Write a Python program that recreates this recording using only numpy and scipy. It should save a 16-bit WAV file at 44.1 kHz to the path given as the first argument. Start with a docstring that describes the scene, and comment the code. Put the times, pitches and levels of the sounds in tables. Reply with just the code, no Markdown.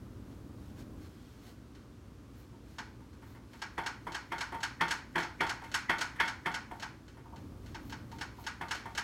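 """Ventilation hums and rumbles in a small bare room, and a loaded paintbrush slides softly through paint.
Then the brush dabs at a stretched canvas on an easel. Each landing drives the modes of the membrane,
a drum-like knock, while the bristles rasp over the weave. At each lift the bristles drag, tick as they
unbend and snap free of the wet paint. Knocks, ticks and snaps carry the room's reflections and decay."""
import sys
import numpy as np
from scipy import signal
from scipy.fft import rfft, irfft, next_fast_len
from scipy.io import wavfile
from scipy.ndimage import uniform_filter1d

SR = 44100
rng = np.random.default_rng(int(sys.argv[2]) if len(sys.argv) > 2 else 0)


def bounce(signal):
    """Save signal as a 16-bit WAV file at the path given by the first command-line argument."""
    frames = np.transpose(np.atleast_2d(signal))
    limited = np.clip(frames, -1, 1)
    pcm = np.round(limited * 32767).astype(np.int16)
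    wavfile.write(sys.argv[1], SR, pcm)


N = 398223
TIME = np.arange(N) / SR
AGE = np.arange(SR // 3) / SR   # time since a contact [s]
BAND_EDGES_HZ = [1150, 2600, 7000]   # between the drum, knock, snap and hiss bands
FIRM_DB = -30   # an ordinary firm contact


def from_db(db):
    """Amplitude ratio of a level in decibels."""
    return 10 ** (np.asarray(db) / 20)


def unit_rms(x):
    """Normalisation to rms 1."""
    return x / np.sqrt(np.mean(x ** 2) + 1e-20)


def unit_attack(x):
    """Normalisation to rms 1 over the first 30 ms."""
    return x / np.sqrt(np.mean(x[:1323] ** 2) + 1e-20)


def add(track, time, sound):
    """Superposition of a sound on the track, from a time in seconds."""
    start = max(round(time * SR), 0)
    track[start:start + len(sound)] += sound[:max(N - start, 0)]


def coloured_noise(spectrum, size, resonances=(), emphasis=1):
    """Spectral shaping: white noise takes on an envelope and Lorentzian resonance peaks, at rms 1."""
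    hz, db = np.transpose(spectrum)
    padded = next_fast_len(size)
    grid = np.maximum(np.fft.rfftfreq(padded, 1 / SR), 1)
    peaks_db = sum(boost / (1 + (2 * (grid - centre) / width) ** 2) for centre, width, boost in resonances)
    gain = from_db(np.interp(np.log(grid), np.log(hz), db) + emphasis * peaks_db)
    return unit_rms(irfft(rfft(rng.standard_normal(padded)) * gain, padded)[:size])


def grain(size, depth_db):
    """Random amplitude modulation: a gain that flickers every millisecond or two."""
    return from_db(depth_db * unit_rms(uniform_filter1d(rng.standard_normal(size), size=70)))


def stroke(middle, half_s, db):
    """Gaussian envelope of a stroke that swells and fades."""
    return from_db(db) * np.exp(-((TIME - middle) / half_s) ** 2)


def split_bands(x):
    """Complementary filtering: drum, knock, snap and hiss bands that sum to the whole."""
    lowpasses = [signal.butter(6, hz, fs=SR, output="sos") for hz in BAND_EDGES_HZ]
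    below = [signal.sosfiltfilt(sos, x, padtype=None) for sos in lowpasses]
    return np.diff([0 * x] + below + [x], axis=0)


def power_law(db, at_firm, slope):
    """Power law: a level equals at_firm for a firm contact and grows by slope dB per dB."""
    return at_firm + slope * (db - FIRM_DB)


# spectra of the moving air and of the rumble: (frequency [Hz], relative density [dB])
AIR_SPECTRUM = [(15, -40), (25, -40), (84, -2.5), (161, -9), (249, -3), (575, -18.5), (659, -24),
                (887, -24), (1020, -22), (1190, -21.5), (1290, -23.5), (1520, -23.5), (1740, -28),
                (5880, -34.5), (16000, -48.5)]
RUMBLE_SPECTRUM = [(20, -46), (40, 1.5), (60, 2), (100, 6), (150, -2.5), (200, -2.5), (300, 0),
                   (380, -12.5), (550, -15.5), (750, -22), (1200, -22), (2500, -43)]
# swells of the rumble: (start [s], end [s], rise [dB])
RUMBLE_SWELLS = [(-0.2, 1.085, 6.5), (0.824, 1.08, 1), (7.322, 8.3, 7)]
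# mains harmonics: (frequency [Hz], rms level [dB])
MAINS_HUM = [(59.8, -61), (119.6, -62.5)]
def ventilation():
    """Broadband flow noise and a low rumble that comes and goes, with the line spectrum of mains hum."""
    air = from_db(-56.5) * coloured_noise(AIR_SPECTRUM, N)
    fade_s = 0.16
    rise_db = sum(db * np.clip(0.5 + np.minimum(TIME - start, end - TIME) / fade_s, 0, 1)
                  for start, end, db in RUMBLE_SWELLS)
    rumble = from_db(-55.5 + rise_db) * coloured_noise(RUMBLE_SPECTRUM, N)
    hum = sum(np.sqrt(2) * from_db(db) * np.sin(2 * np.pi * (hz * TIME + rng.random()))
              for hz, db in MAINS_HUM)
    return air + rumble + hum


# slides through paint and sizzling wet smears: (middle [s], half length [s], level [dB])
SLIDE_STROKES = [(0.322, 0.066, -67.5), (0.66, 0.07, -66.5), (0.802, 0.032, -57.5), (1.048, 0.042, -64),
                 (1.293, 0.28, -66), (1.479, 0.044, -60), (2.40, 0.093, -67), (3.3, 0.069, -66),
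                 (8.42, 0.05, -68)]
SMEAR_STROKES = [(2.403, 0.037, -69), (3.304, 0.06, -71), (7.882, 0.05, -65), (8.414, 0.03, -63)]
# spectra of slide, smear and squeak: (frequency [Hz], relative density [dB])
SLIDE_SPECTRUM = [(300, 23), (1500, 13), (4000, 11.5), (7000, 6), (10000, 1), (13000, 4), (16000, 1)]
SMEAR_SPECTRUM = [(6000, -30), (10000, -10), (12000, 0), (14000, 0), (16000, 0)]
SQUEAK_SPECTRUM = [(2900, -40), (3200, -4), (3270, 0), (3350, -8), (3700, -40)]
# resonances of bristles, ferrule and handle: (frequency [Hz], width [Hz], boost at emphasis 1 [dB])
BRUSH_RESONANCES = [(1470, 91, 11), (1631, 260, 11), (1906, 93, 8), (2261, 189, 7), (3052, 218, 7),
                    (4237, 260, 10), (4404, 93, 9), (5340, 260, 10), (6331, 233, 7), (6611, 244, 11),
                    (7165, 101, 8), (7957, 260, 11), (8656, 94, 9), (9362, 143, 7), (9916, 182, 10),
                    (10923, 218, 6), (11806, 176, 7), (12511, 83, 10)]
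def paint_slides():
    """Friction noise: many bristles make a soft, grainy hiss; the longest slide squeaks faintly."""
    drags = [(time - 0.057, 0.076, -64.5) for time, _, _ in BRUSH_LIFTS]   # a short slide before each lift
    pressure = sum(stroke(*slide) for slide in list(SLIDE_STROKES) + drags)
    hiss = pressure * coloured_noise(SLIDE_SPECTRUM, N, BRUSH_RESONANCES, emphasis=0.39)
    sizzle = sum(stroke(*smear) for smear in SMEAR_STROKES) * coloured_noise(SMEAR_SPECTRUM, N)
    squeak = stroke(middle=1.2, half_s=0.21, db=-79) * coloured_noise(SQUEAK_SPECTRUM, N)
    return (hiss + sizzle) * grain(N, depth_db=1.5) + squeak


ROOM_T60_S, EARLY_WEIGHT = [0.58, 0.5, 0.44, 0.31], [1.34, 0.24, 1.43, 1.4]   # drum band to hiss band
# reflection clusters from easel, walls and ceiling: (delay [s], spread [s], relative strength [ratio])
EARLY_REFLECTIONS = [(.001, 0.0005, 1), (.007, 0.008, 0.75), (0.022, 0.002, .4)]
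def room_response(spectrum, early, linger=0):
    """Impulse response to a brush click: early reflections, then a tail that dies soonest in the treble."""
    noise = coloured_noise(spectrum, len(AGE), BRUSH_RESONANCES, emphasis=0.55)
    tails = split_bands(noise) * from_db(-60 * AGE / np.array(ROOM_T60_S)[:, None])
    # the canvas keeps swinging in the two low bands and draws their attack out
    age = AGE / np.array([1 + linger, 1 + linger, 1, 1])[:, None]
    clusters = sum(strength * np.exp(-((age - delay) / spread) ** 2)
                   for delay, spread, strength in EARLY_REFLECTIONS)
    early_gain = 1 + early * np.array(EARLY_WEIGHT)[:, None] * clusters
    return unit_attack(np.sum(tails * early_gain, axis=0))


# stray bristle slips: (time [s], level [dB])
STRAY_TICKS = [(0.70, -56), (1.75, -48), (3.13, -53.5), (3.533, -45.5), (5.181, -31), (5.639, -43),
               (7.08, -45), (7.36, -44.5), (7.661, -43.5), (8.116, -42), (8.748, -31)]
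# spectrum of a tick: (frequency [Hz], relative density [dB])
TICK_SPECTRUM = [(300, -3), (1500, -1), (3000, -4), (5800, -8.5), (8000, -17.5), (16000, -29)]
def bristle_ticks():
    """Elastic release: bent bristles slip with a bright tick just before each lift, and at stray times."""
    out, path = np.zeros(N), room_response(TICK_SPECTRUM, early=0.72)
    lead_s, trim_db = 0.025, -14.5
    unbending = [(time - lead_s, tick_db) for time, _, tick_db in BRUSH_LIFTS]
    for time, db in unbending + list(STRAY_TICKS):
        tick = unit_attack(path + 0.3 * room_response(TICK_SPECTRUM, early=0.6))
        add(out, time, from_db(db + trim_db) * tick)
    return out


def weave_skids():
    """Frequency modulation: landing bristles trip over threads at an uneven speed, making a short rasp."""
    thread_hz, delay_s, fade_s = 2035, 0.0043, 0.0045
    out, t = np.zeros(N), np.arange(-SR // 20, SR // 20) / SR
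    smoothing = signal.butter(2, 463, fs=SR, output="sos")
    envelope = np.sqrt(2) * np.exp(-abs(t) / fade_s)
    for time, db, hardness_db in BRUSH_LANDINGS:
        unevenness = unit_rms(signal.sosfilt(smoothing, rng.standard_normal(len(t))))
        speed = 1 + 0.13 * rng.standard_normal() + 0.1103 * unevenness
        threads_crossed = np.cumsum(thread_hz * speed) / SR
        gain = from_db(power_law(db + hardness_db, at_firm=-33, slope=1.4))
        add(out, time + delay_s + t[0], gain * envelope * np.sin(2 * np.pi * threads_crossed))
    return out


def canvas_ring(modes):
    """Modal superposition: damped sinusoids whose strength and phase vary with the spot touched."""
    hz, db, t60 = np.transpose(modes)[:, :, None]
    strength = from_db(db + 3.2 * rng.standard_normal(hz.shape))
    phase = 2 * np.pi * rng.random(hz.shape)
    partials = strength * from_db(-60 * AGE / t60) * np.sin(2 * np.pi * hz * AGE + phase)
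    build_up = 1 - np.exp(-AGE / 0.0034)
    return unit_attack(np.sum(partials, axis=0)) * build_up


def contacts(times, band_db, spectrum, modes, early, linger, ring_db, rise_s, trim_db):
    """Impulse excitation of canvas and room; each band's attack has the level band_db plus trim_db."""
    out, path = np.zeros(N), room_response(spectrum, early, linger)
    for time, levels_db in zip(times, np.transpose(band_db)):
        # all spots share one path through the room, and each adds a part of its own
        burst = unit_attack(path + 0.74 * room_response(spectrum, early, linger))
        ring = from_db(ring_db) * canvas_ring(modes)
        envelope = (1 - np.exp(-AGE / rise_s)) * np.exp(-4.8 * AGE)   # wet paint damps the canvas
        drum, knock, snap, hiss = split_bands((burst + ring) * envelope)
        crackle = hiss * grain(len(AGE), depth_db=0.5)   # bristles pull out of the paint one by one
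        bands = [unit_attack(band) for band in (drum, knock, snap, crackle)]
        add(out, time, sum(gain * band for gain, band in zip(from_db(levels_db + trim_db), bands)))
    return out


# bristles snap free of the paint: (time [s], level [dB], level of the preceding tick [dB])
BRUSH_LIFTS = [(2.783, -31.5, -63), (3.617, -29, -50), (3.861, -25.5, -43), (4.145, -27, -33.5),
               (4.407, -25.5, -31.5), (4.63, -22.5, -38), (4.907, -21, -29), (5.227, -32, -31),
               (5.492, -24.5, -32.5), (5.741, -19.5, -34), (6.009, -22, -28), (6.277, -27, -36),
               (6.541, -26, -39), (6.823, -30, -35.5), (7.745, -36, -60), (7.922, -34.5, -38.5),
               (8.21, -28.5, -39), (8.465, -27, -41.5), (8.709, -24, -37), (8.975, -22.5, -31.5)]
# spectrum of a lift: (frequency [Hz], relative density [dB])
LIFT_SPECTRUM = [(100, -40), (300, -4), (570, -13), (720, -2.5), (880, 9.5), (1130, -1), (1700, -7.5),
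                 (2250, -7), (3700, -10.5), (5400, -10.5), (7000, -17.5), (9000, -23.5), (16000, -38.5)]
# hollow notes of the released canvas: (frequency [Hz], level [dB], T60 before paint damping [s])
RECOIL_MODES = [(902, 14, 0.075), (1463, -4.5, 0.25), (1637, -2, 0.14), (1786, -3.5, 0.093)]
def lifts():
    """Release of adhesion: the canvas recoils as the paint lets go; harder lifts are brighter."""
    times, db, _ = np.transpose(BRUSH_LIFTS)
    drum_db = power_law(db, at_firm=-36, slope=0.34)
    hiss_db = power_law(db, at_firm=-53.5, slope=1.46)
    return contacts(times, [drum_db, db, db, hiss_db], LIFT_SPECTRUM, RECOIL_MODES,
                    early=1.57, linger=1.0, ring_db=-2.5, rise_s=0.0021, trim_db=[-12, -13, -18, -8])


# the brush lands: (time [s], level [dB], hardness as extra level in the knock band [dB])
BRUSH_LANDINGS = [(2.529, -57, -13), (3.003, -59, -4), (3.221, -56, 1), (3.349, -55.5, 0), (3.532, -57, 2),
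                  (3.779, -32, -1.5), (4.068, -35.5, -5.5), (4.319, -33, -0.5), (4.522, -36.5, -6.5),
                  (4.544, -37.5, -4.5), (4.809, -26.5, 3), (5.156, -28.5, 0), (5.18, -35, 5.5),
                  (5.406, -28.5, 3), (5.43, -35.5, -1), (5.618, -45, -4), (5.64, -52.5, 7),
                  (5.895, -29, 5.5), (6.159, -54.5, 7.5), (6.2, -29.5, 7.5), (6.459, -31, 2.5),
                  (6.712, -39, -8), (7.17, -54.5, -2.5), (7.254, -50.5, -19), (7.325, -46, -24),
                  (8.117, -45.5, -13), (8.383, -47, -17), (8.611, -36, -0.5), (8.856, -39, -5.5)]
# spectrum of a landing: (frequency [Hz], relative density [dB])
LANDING_SPECTRUM = [(60, -19), (150, -15), (330, -3.5), (430, -9), (580, -9.5), (720, -4.5), (860, 3),
                    (1050, -3), (1350, 1.5), (1600, -4), (2200, -2.5), (2700, -17.5), (3400, -8),
                    (3900, -25.5), (4600, -22), (7000, -32), (10000, -30), (16000, -40)]
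# modes of canvas and frame: (frequency [Hz], level [dB], T60 before paint damping [s])
CANVAS_MODES = [(167, -10, 0.4), (345, -10, 0.4), (724, -11, 0.4), (912, 1, 0.4), (974, -15, 0.4),
                (1122, -7, 0.3), (1205, -8, 0.3), (1287, -11, 0.3), (1396, -5, 0.3), (1532, -11, 0.3),
                (1604, -9, 0.3), (1637, -10, 0.3), (1811, 0, 0.3), (1852, -14, 0.3), (1933, -10, 0.3),
                (2035, -8, 0.3), (2124, -8, 0.3), (2172, -7, 0.3), (2256, -11, 0.3), (2514, -18, 0.3),
                (2643, -13, 0.3), (3157, -18, 0.3), (3295, -21, 0.3)]
def landings():
    """Impact on a stretched membrane: the canvas sounds like a drum, and the treble grows with the knock."""
    times, drum_db, hardness_db = np.transpose(BRUSH_LANDINGS)
    knock_db = drum_db + hardness_db
    snap_db = power_law(knock_db, at_firm=-33, slope=1.1)
    hiss_db = power_law(knock_db, at_firm=-50.3, slope=0.67)
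    return contacts(times, [drum_db, knock_db, snap_db, hiss_db], LANDING_SPECTRUM, CANVAS_MODES,
                    early=0.84, linger=0.39, ring_db=-1.0, rise_s=0.0007, trim_db=[-5.04, -8, -13.5, -9.5])


def scene():
    """Linear superposition: brush and ventilation add in one channel."""
    brush = landings() + lifts() + weave_skids() + bristle_ticks() + paint_slides()
    return (brush + ventilation())[None]


def record(dry):
    """Band limiting: an elliptic low-pass cuts the highest treble steeply."""
    cutoff_hz = 15900
    return signal.sosfilt(signal.ellip(12, 0.1, 70, cutoff_hz, fs=SR, output="sos"), dry)


dry = scene()
out = record(dry)
bounce(out)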